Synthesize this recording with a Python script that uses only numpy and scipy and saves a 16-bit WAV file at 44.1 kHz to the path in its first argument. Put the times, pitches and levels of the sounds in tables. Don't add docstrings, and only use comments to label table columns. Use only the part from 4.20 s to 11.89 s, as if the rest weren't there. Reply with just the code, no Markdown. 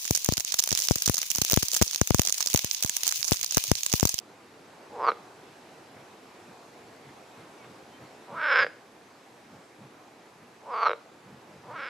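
import sys
import numpy as np
from scipy import signal
from scipy.fft import rfft, irfft, next_fast_len
from scipy.io import wavfile
from scipy.ndimage import uniform_filter1d

SR = 44100
rng = np.random.default_rng(int(sys.argv[2]) if len(sys.argv) > 2 else 0)


def generate_wav(signal):
    frames = np.transpose(np.atleast_2d(signal))
    scaled = np.clip(frames, -1, 1) * 32767
    pcm = np.round(scaled).astype(np.int16)
    wavfile.write(sys.argv[1], SR, pcm)


N = 339129

# t/s, murmur level/dB, hiss level/dB
HUSH_FADERS = [(0, -55, -61.5), (.7, -52, -59.5), (1.4, -52.5, -59.5), (3.9, -52, -59), (4.5, -55.5, -62),
               (5.2, -54.5, -61.5), (6.85, -55, -62.5), (7.69, -53.5, -61.5)]
# f/Hz, level/dB
MURMUR_EQ = [(18, -52), (30, -39), (49, -25), (64, -23), (89, -13), (106, -8), (174, -6.5), (315, -0.5),
             (500, -2.5), (569, -5), (765, -3), (1260, -8.5), (2500, -15.5), (3250, -28), (5500, -120)]
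# f/Hz, level/dB
HISS_EQ = [(1500, -16), (2300, -4.5), (4000, -5), (6000, -8.5), (9000, -12.5), (13000, -18.5)]
# f/Hz, left-right correlation
HUSH_CORRELATION = [(30, .7), (125, 0.95), (300, 1), (1500, 0.52), (4000, 0.55), (8000, 0.44),
                    (12000, 0.53)]
# t/s, base pulse rate/Hz, thin ring f/Hz
CROAK_CONTOURS = [
    [(.69, 260, 5500), (.765, 221, 5500), (.79, 137, 5560), (.907, 84, 4000)],
    [(4.07, 139, 5400), (4.15, 335, 5400), (4.21, 311, 5330), (4.275, 298, 5200), (4.37, 188, 5180),
     (4.442, 182, 4820)],
    [(6.41, 211, 5500), (6.48, 289, 5700), (6.55, 218, 4550), (6.61, 220, 4520), (6.645, 115, 4400),
     (6.686, 76, 3950)],
    [(7.42, 151, 6000), (7.46, 191, 6000), (7.55, 355, 6040), (7.585, 280, 5420), (7.76, 230, 4700)],
]
# throat/dB, rasp/dB, thin ring/dB
CROAK_VOICINGS = [(0.1, 0.041, -22.5, 7, -4, 0.13, 1170, 286, 470, -15, -23.5, -20),
                  (0.089, 0.065, -21, 4.5, -19.5, 0.084, 1525, 420, 530, -13, -11, -14),
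                  (0.075, 0.023, -29.5, 13.5, 3, .090, 1190, 270, 523, -16.5, -20, -16.5),
                  (0.081, 0.028, -37.5, 0, 3, 0.12, 1490, 610, 540, -11, -6, -10.5)]
# last push t/s, gap/s, pushes, extra pulse rate in the last/Hz, share of that kept per push back
FLANK_THROBS = [(.8872, .0424, 4, 160, .63), (4.4294, .035, 4, 105, .71), (6.6675, .0354, 2, 235, .34)]
# f/Hz, width/Hz, relative level/dB
MOUTH_MODES = [(2210, 630, 1), (2480, 420, -6), (3140, 1620, -9)]
# t/s, dry peak level/dB
LOOSE_CLICKS = [(0.9179, -19.5), (4.4456, -16), (4.4661, -19.5), (6.6947, -14), (6.7063, -17),
                (6.7147, -16.5), (6.7324, -18.5)]
# f/Hz, level/dB
SEND_EQ = [(500, 8.5), (1200, -3.5), (1800, 0.5), (3000, 4.0), (5000, 6.5)]
# f/Hz, left over right/dB
FROG_PAN = [(400, -0.29), (1200, -0.9), (2400, -3.0), (5000, 1.5)]
# f/Hz, time to fall 60 dB/s
BANK_DECAY = [(300, 0.2), (1600, 0.5), (6000, 0.32)]
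# centre t/s, level/dB, swell width/s
SOFT_BUMPS = [(1.779, -54, .05), (2.312, -50.5, .02), (2.888, -53, .035), (3.206, -51, 0.028),
              (3.484, -57, 0.039), (3.834, -47.5, 0.019), (4.151, -47.5, 0.029), (4.431, -52, 0.034),
              (5.35, -51.5, 0.039), (5.636, -51, 0.034), (6.239, -54, 0.032), (7.112, -50.5, 0.05),
              (7.348, -51.5, 0.047), (7.499, -52, 0.053)]
# multiple of its pitch, level/dB
BUMP_EQ = [(.25, -37), (.5, -11), (.75, 2.5), (1.2, -0.5), (2, -7.0), (4, -11), (12, -21.5), (50, -43.5)]
# t/s, length/s, start f/Hz, end f/Hz, level/dB
BIRD_NOTES = [(3.10, 0.091, 2520, 2550, -61), (3.357, 0.13, 2400, 2060, -58), (3.708, .08, 3070, 3130, -58)]
# centre t/s, level/dB, centre f/Hz
WEED_RUSTLES = [(3.165, -62, 1400), (3.45, -50.5, 1050)]

START_S, ONSET_DB = 0.0099, -54
FLUTTER_HZ, FLUTTER_DEPTH_HZ = 33, 14
FILL_S, SLACK_SAC_HZ = 0.024, 810
THROAT_SLACK_DB, RASP_SLACK_DB, RING_SLACK_DB = -2, -22, -15
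RASP_GROWS_DB_PER_S, RING_GROWS_DB_PER_S = 24, 69
PUSH_S, PUSH_BUILD = .0065, 0.73
PUSH_PURITY = 0.32
TIGHTEN, TIGHTEN_S = 0.073, 0.052
RELEASE_S, RELEASE_THROAT_DB = 0.0078, 12.5


def amp(db):
    return 10 ** (np.asarray(db) / 20)


def unit(x):
    return x / np.sqrt(np.mean(x ** 2) + 1e-20)


def along(points, hz):
    f, v = np.transpose(points)
    return np.interp(np.log(hz + 1), np.log(f + 1), v)


def curves(rows, t):
    s, *cols = np.transpose(rows)
    return [np.interp(t, s, c) for c in cols]


def bell(t, centre, width):
    return np.exp(-.5 * ((t - centre) / width) ** 2)


def rise(t, centre, width):
    return .5 + .5 * np.tanh((t - centre) / (2 * width))


def filtered(x, response):
    size = next_fast_len(N + SR // 2)
    return irfft(rfft(x, size) * response(np.fft.rfftfreq(size, 1 / SR)), size)[..., :N]


def add(track, s, sound):
    part = track[round(s * SR):][:len(sound)]
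    part += sound[:len(part)]


def rush(eq, patchy_db):
    bins = signal.stft(rng.standard_normal((2, N)), nperseg=512)[2]
    patches = uniform_filter1d(rng.standard_normal(bins.shape[1:]), size=5, axis=0)
    patches = uniform_filter1d(patches, size=14, axis=1)
    pair = signal.istft(bins * amp(patchy_db * unit(patches)), nperseg=512)[1][:, :N]
    spread = lambda hz: np.arccos(along(HUSH_CORRELATION, hz)) / 2
    mid, side = filtered(pair, lambda hz: amp(along(eq, hz)) * [np.cos(spread(hz)), np.sin(spread(hz))])
    return unit(np.array([mid + side, mid - side]))


def hush():
    murmur_db, hiss_db = curves(HUSH_FADERS, np.arange(N) / SR)
    murmur = amp(murmur_db + 1) * rush(MURMUR_EQ, patchy_db=1.2)
    hiss = amp(hiss_db - 0.5) * rush(HISS_EQ, patchy_db=1.0)
    return murmur + hiss


def larynx_pulse(sac_hz, sac_width_hz, throat_hz, ring_hz, ring_width_hz, throat_db, rasp_db, ring_db):
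    size = 1024
    hz = np.fft.rfftfreq(size, 1 / SR) + 1
    peak = lambda f, width, db: amp(db) ** 2 / (1 + ((hz - f * f / hz) / width) ** 2) ** 2.54
    throat = peak(throat_hz, 254, throat_db + 1)
    sacs = peak(sac_hz, sac_width_hz, 0) + peak(0.76 * sac_hz, 780, -10)
    rasp = sum(peak(f, width, rasp_db + db) for f, width, db in MOUTH_MODES)
    ring = peak(ring_hz, ring_width_hz, ring_db) + peak(1.36 * ring_hz, 902, ring_db - 17)
    power = (throat + sacs + rasp) / ((1 + (320 / hz) ** 7) * (1 + (hz / ring_hz) ** 20))
    power += ring / (1 + (hz / 6000) ** 18)
    cepstrum = irfft(np.log(power + 1e-9) / 2)
    cepstrum[1:size // 2] *= 2
    cepstrum[size // 2 + 1:] = 0
    wave = irfft(np.exp(rfft(cepstrum)))
    return wave / np.linalg.norm(wave)


def throb(t):
    rate, strength = np.zeros(len(t)), np.zeros(len(t))
    for last_s, gap_s, count, extra_rate, share in FLANK_THROBS:
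        for k in range(count):
            push = bell(t, last_s - k * gap_s, PUSH_S)
            rate += extra_rate * share ** k * push
            strength += PUSH_BUILD ** k * push
    return rate, strength


def croak(contour, voicing, scatter_db):
    (swell_s, swell_width_s, full_db, last_push_db, release_db, filled_s,
     full_hz, sac_width_hz, throat_hz, full_throat_db, full_rasp_db, last_ring_db) = voicing
    t = np.arange(int(contour[0][0] * SR), int(contour[-1][0] * SR)) / SR
    age, left = t - t[0], t[-1] - t
    slack = 1 - rise(age, filled_s, FILL_S)
    release = np.exp(-left / RELEASE_S)
    base_rate, ring_hz = curves(contour, t)
    push_rate, push = throb(t)
    flutter = FLUTTER_DEPTH_HZ * np.sin(2 * np.pi * (FLUTTER_HZ * t + rng.random()))
    rate = base_rate + push_rate + flutter
    level_db = ONSET_DB + (full_db - ONSET_DB) * rise(age, swell_s, swell_width_s)
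    level_db += last_push_db * push + release_db * release
    stretch = 1 + TIGHTEN * np.exp(-left / TIGHTEN_S)
    sac_hz = (full_hz + (SLACK_SAC_HZ - full_hz) * slack) * stretch
    duck_db = PUSH_PURITY * last_push_db * push
    throat_db = full_throat_db + (THROAT_SLACK_DB - full_throat_db) * slack - duck_db
    throat_db += RELEASE_THROAT_DB * release
    rasp_db = full_rasp_db + RASP_SLACK_DB * slack - RASP_GROWS_DB_PER_S * left - duck_db
    ring_db = last_ring_db + RING_SLACK_DB * slack - RING_GROWS_DB_PER_S * left - duck_db
    snaps = np.flatnonzero(np.diff(np.floor(np.cumsum(rate) / SR)))
    jitter_s = np.interp(level_db - level_db.max(), [-32, -22, -10, -3], [.0004, .00011, .00006, .00004])
    attack = 1 - np.exp(-age / START_S)
    voice = np.zeros(N)
    for i, (late, strong, tight, harsh, squeak) in zip(snaps, rng.standard_normal((len(snaps), 5))):
        wave = larynx_pulse(sac_hz[i] * (1 + .01 * tight), sac_width_hz, throat_hz,
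                            ring_hz[i] * (1 + .018 * squeak), ring_width_hz=355, throat_db=throat_db[i],
                            rasp_db=rasp_db[i] + harsh, ring_db=ring_db[i] + 1.3 * harsh)
        gain = amp(level_db[i] + scatter_db * strong) * np.sqrt(SR / rate[i]) * attack[i]
        add(voice, t[i] + jitter_s[i] * late, gain * wave)
    return voice


def weeds(send, t60_s=0.046):
    t = np.arange(round(0.02 * SR)) / SR
    scatter = rng.standard_normal(len(t)) * amp(-60 * t / t60_s) * (t > .001)
    return signal.fftconvolve(send, scatter / np.linalg.norm(scatter))[:N]


def banks(send, predelay_s=.004, width=0.4):
    hz, t, bins = signal.stft(rng.standard_normal((2, SR // 2)), SR, nperseg=256)
    decay = amp(-60 * t / along(BANK_DECAY, hz)[:, None])
    mid, side = signal.istft(bins * decay, SR, nperseg=256)[1]
    tail = np.array([mid + width * side, mid - width * side]) / np.linalg.norm(mid)
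    delayed = np.pad(send, (round(predelay_s * SR), 0))
    return signal.fftconvolve(delayed[None], tail, axes=1)[:, :N]


def clicks():
    track = np.zeros(N)
    croak_starts = [contour[0][0] for contour in CROAK_CONTOURS]
    for s, db in LOOSE_CLICKS:
        k = np.searchsorted(croak_starts, s) - 1
        sac_hz, _, throat_hz = CROAK_VOICINGS[k][6:9]
        ring_hz = CROAK_CONTOURS[k][-1][-1]
        wave = larynx_pulse(1.07 * sac_hz, sac_width_hz=600, throat_hz=throat_hz, ring_hz=.97 * ring_hz,
                            ring_width_hz=190, throat_db=1.1, rasp_db=-13.5, ring_db=-16)
        add(track, s, wave * amp(db) / np.abs(wave).max())
    return track


def bumps(pitch_hz=169.4):
    track = np.zeros(N)
    t, hz = np.arange(SR // 2) / SR, np.fft.rfftfreq(SR // 2, 1 / SR)
    tone = amp(along(BUMP_EQ, hz / pitch_hz))
    for s, db, width_s in SOFT_BUMPS:
        rumble = unit(irfft(rfft(rng.standard_normal(len(t))) * tone))
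        add(track, s - t.mean(), amp(db) * bell(t, t.mean(), width_s) * rumble)
    return track


def bird():
    song = np.zeros(N)
    for s, length_s, start_hz, end_hz, db in BIRD_NOTES:
        hz = np.linspace(start_hz, end_hz, round(length_s * SR))
        whistle = np.sin(2 * np.pi * np.cumsum(hz) / SR)
        add(song, s, amp(db) * np.hanning(len(hz)) * whistle)
    return song


def rustles(width_s=.01, width_octaves=0.83):
    t = np.arange(N) / SR
    track = np.zeros(N)
    for s, db, centre_hz in WEED_RUSTLES:
        band = lambda hz: bell(np.log2((hz + 1) / centre_hz), 0, width_octaves)
        track += amp(db) * bell(t, s, width_s) * unit(filtered(rng.standard_normal(N), band))
    return track


def scene():
    croaks = sum(croak(contour, voicing, scatter_db=1.62)
                 for contour, voicing in zip(CROAK_CONTOURS, CROAK_VOICINGS))
    frog = croaks + clicks()
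    send = filtered(frog, lambda hz: amp(along(SEND_EQ, hz)))
    near = frog + amp(-14) * weeds(send)
    panned = filtered(near, lambda hz: amp([along(FROG_PAN, hz) / 2, -along(FROG_PAN, hz) / 2]))
    background = (hush() + bumps() + bird() + rustles()) * amp([[-.3], [.3]])
    return panned + amp(-21.5) * banks(send) + background


def record(dry):
    notch = lambda hz: 1 - .95 * bell(hz, centre=9100, width=200)
    fade = np.minimum(np.arange(N)[::-1] / (.003 * SR), 1)
    return filtered(dry * fade, lambda hz: notch(hz) * (hz < 13000))


dry = scene()
out = record(dry)
generate_wav(out)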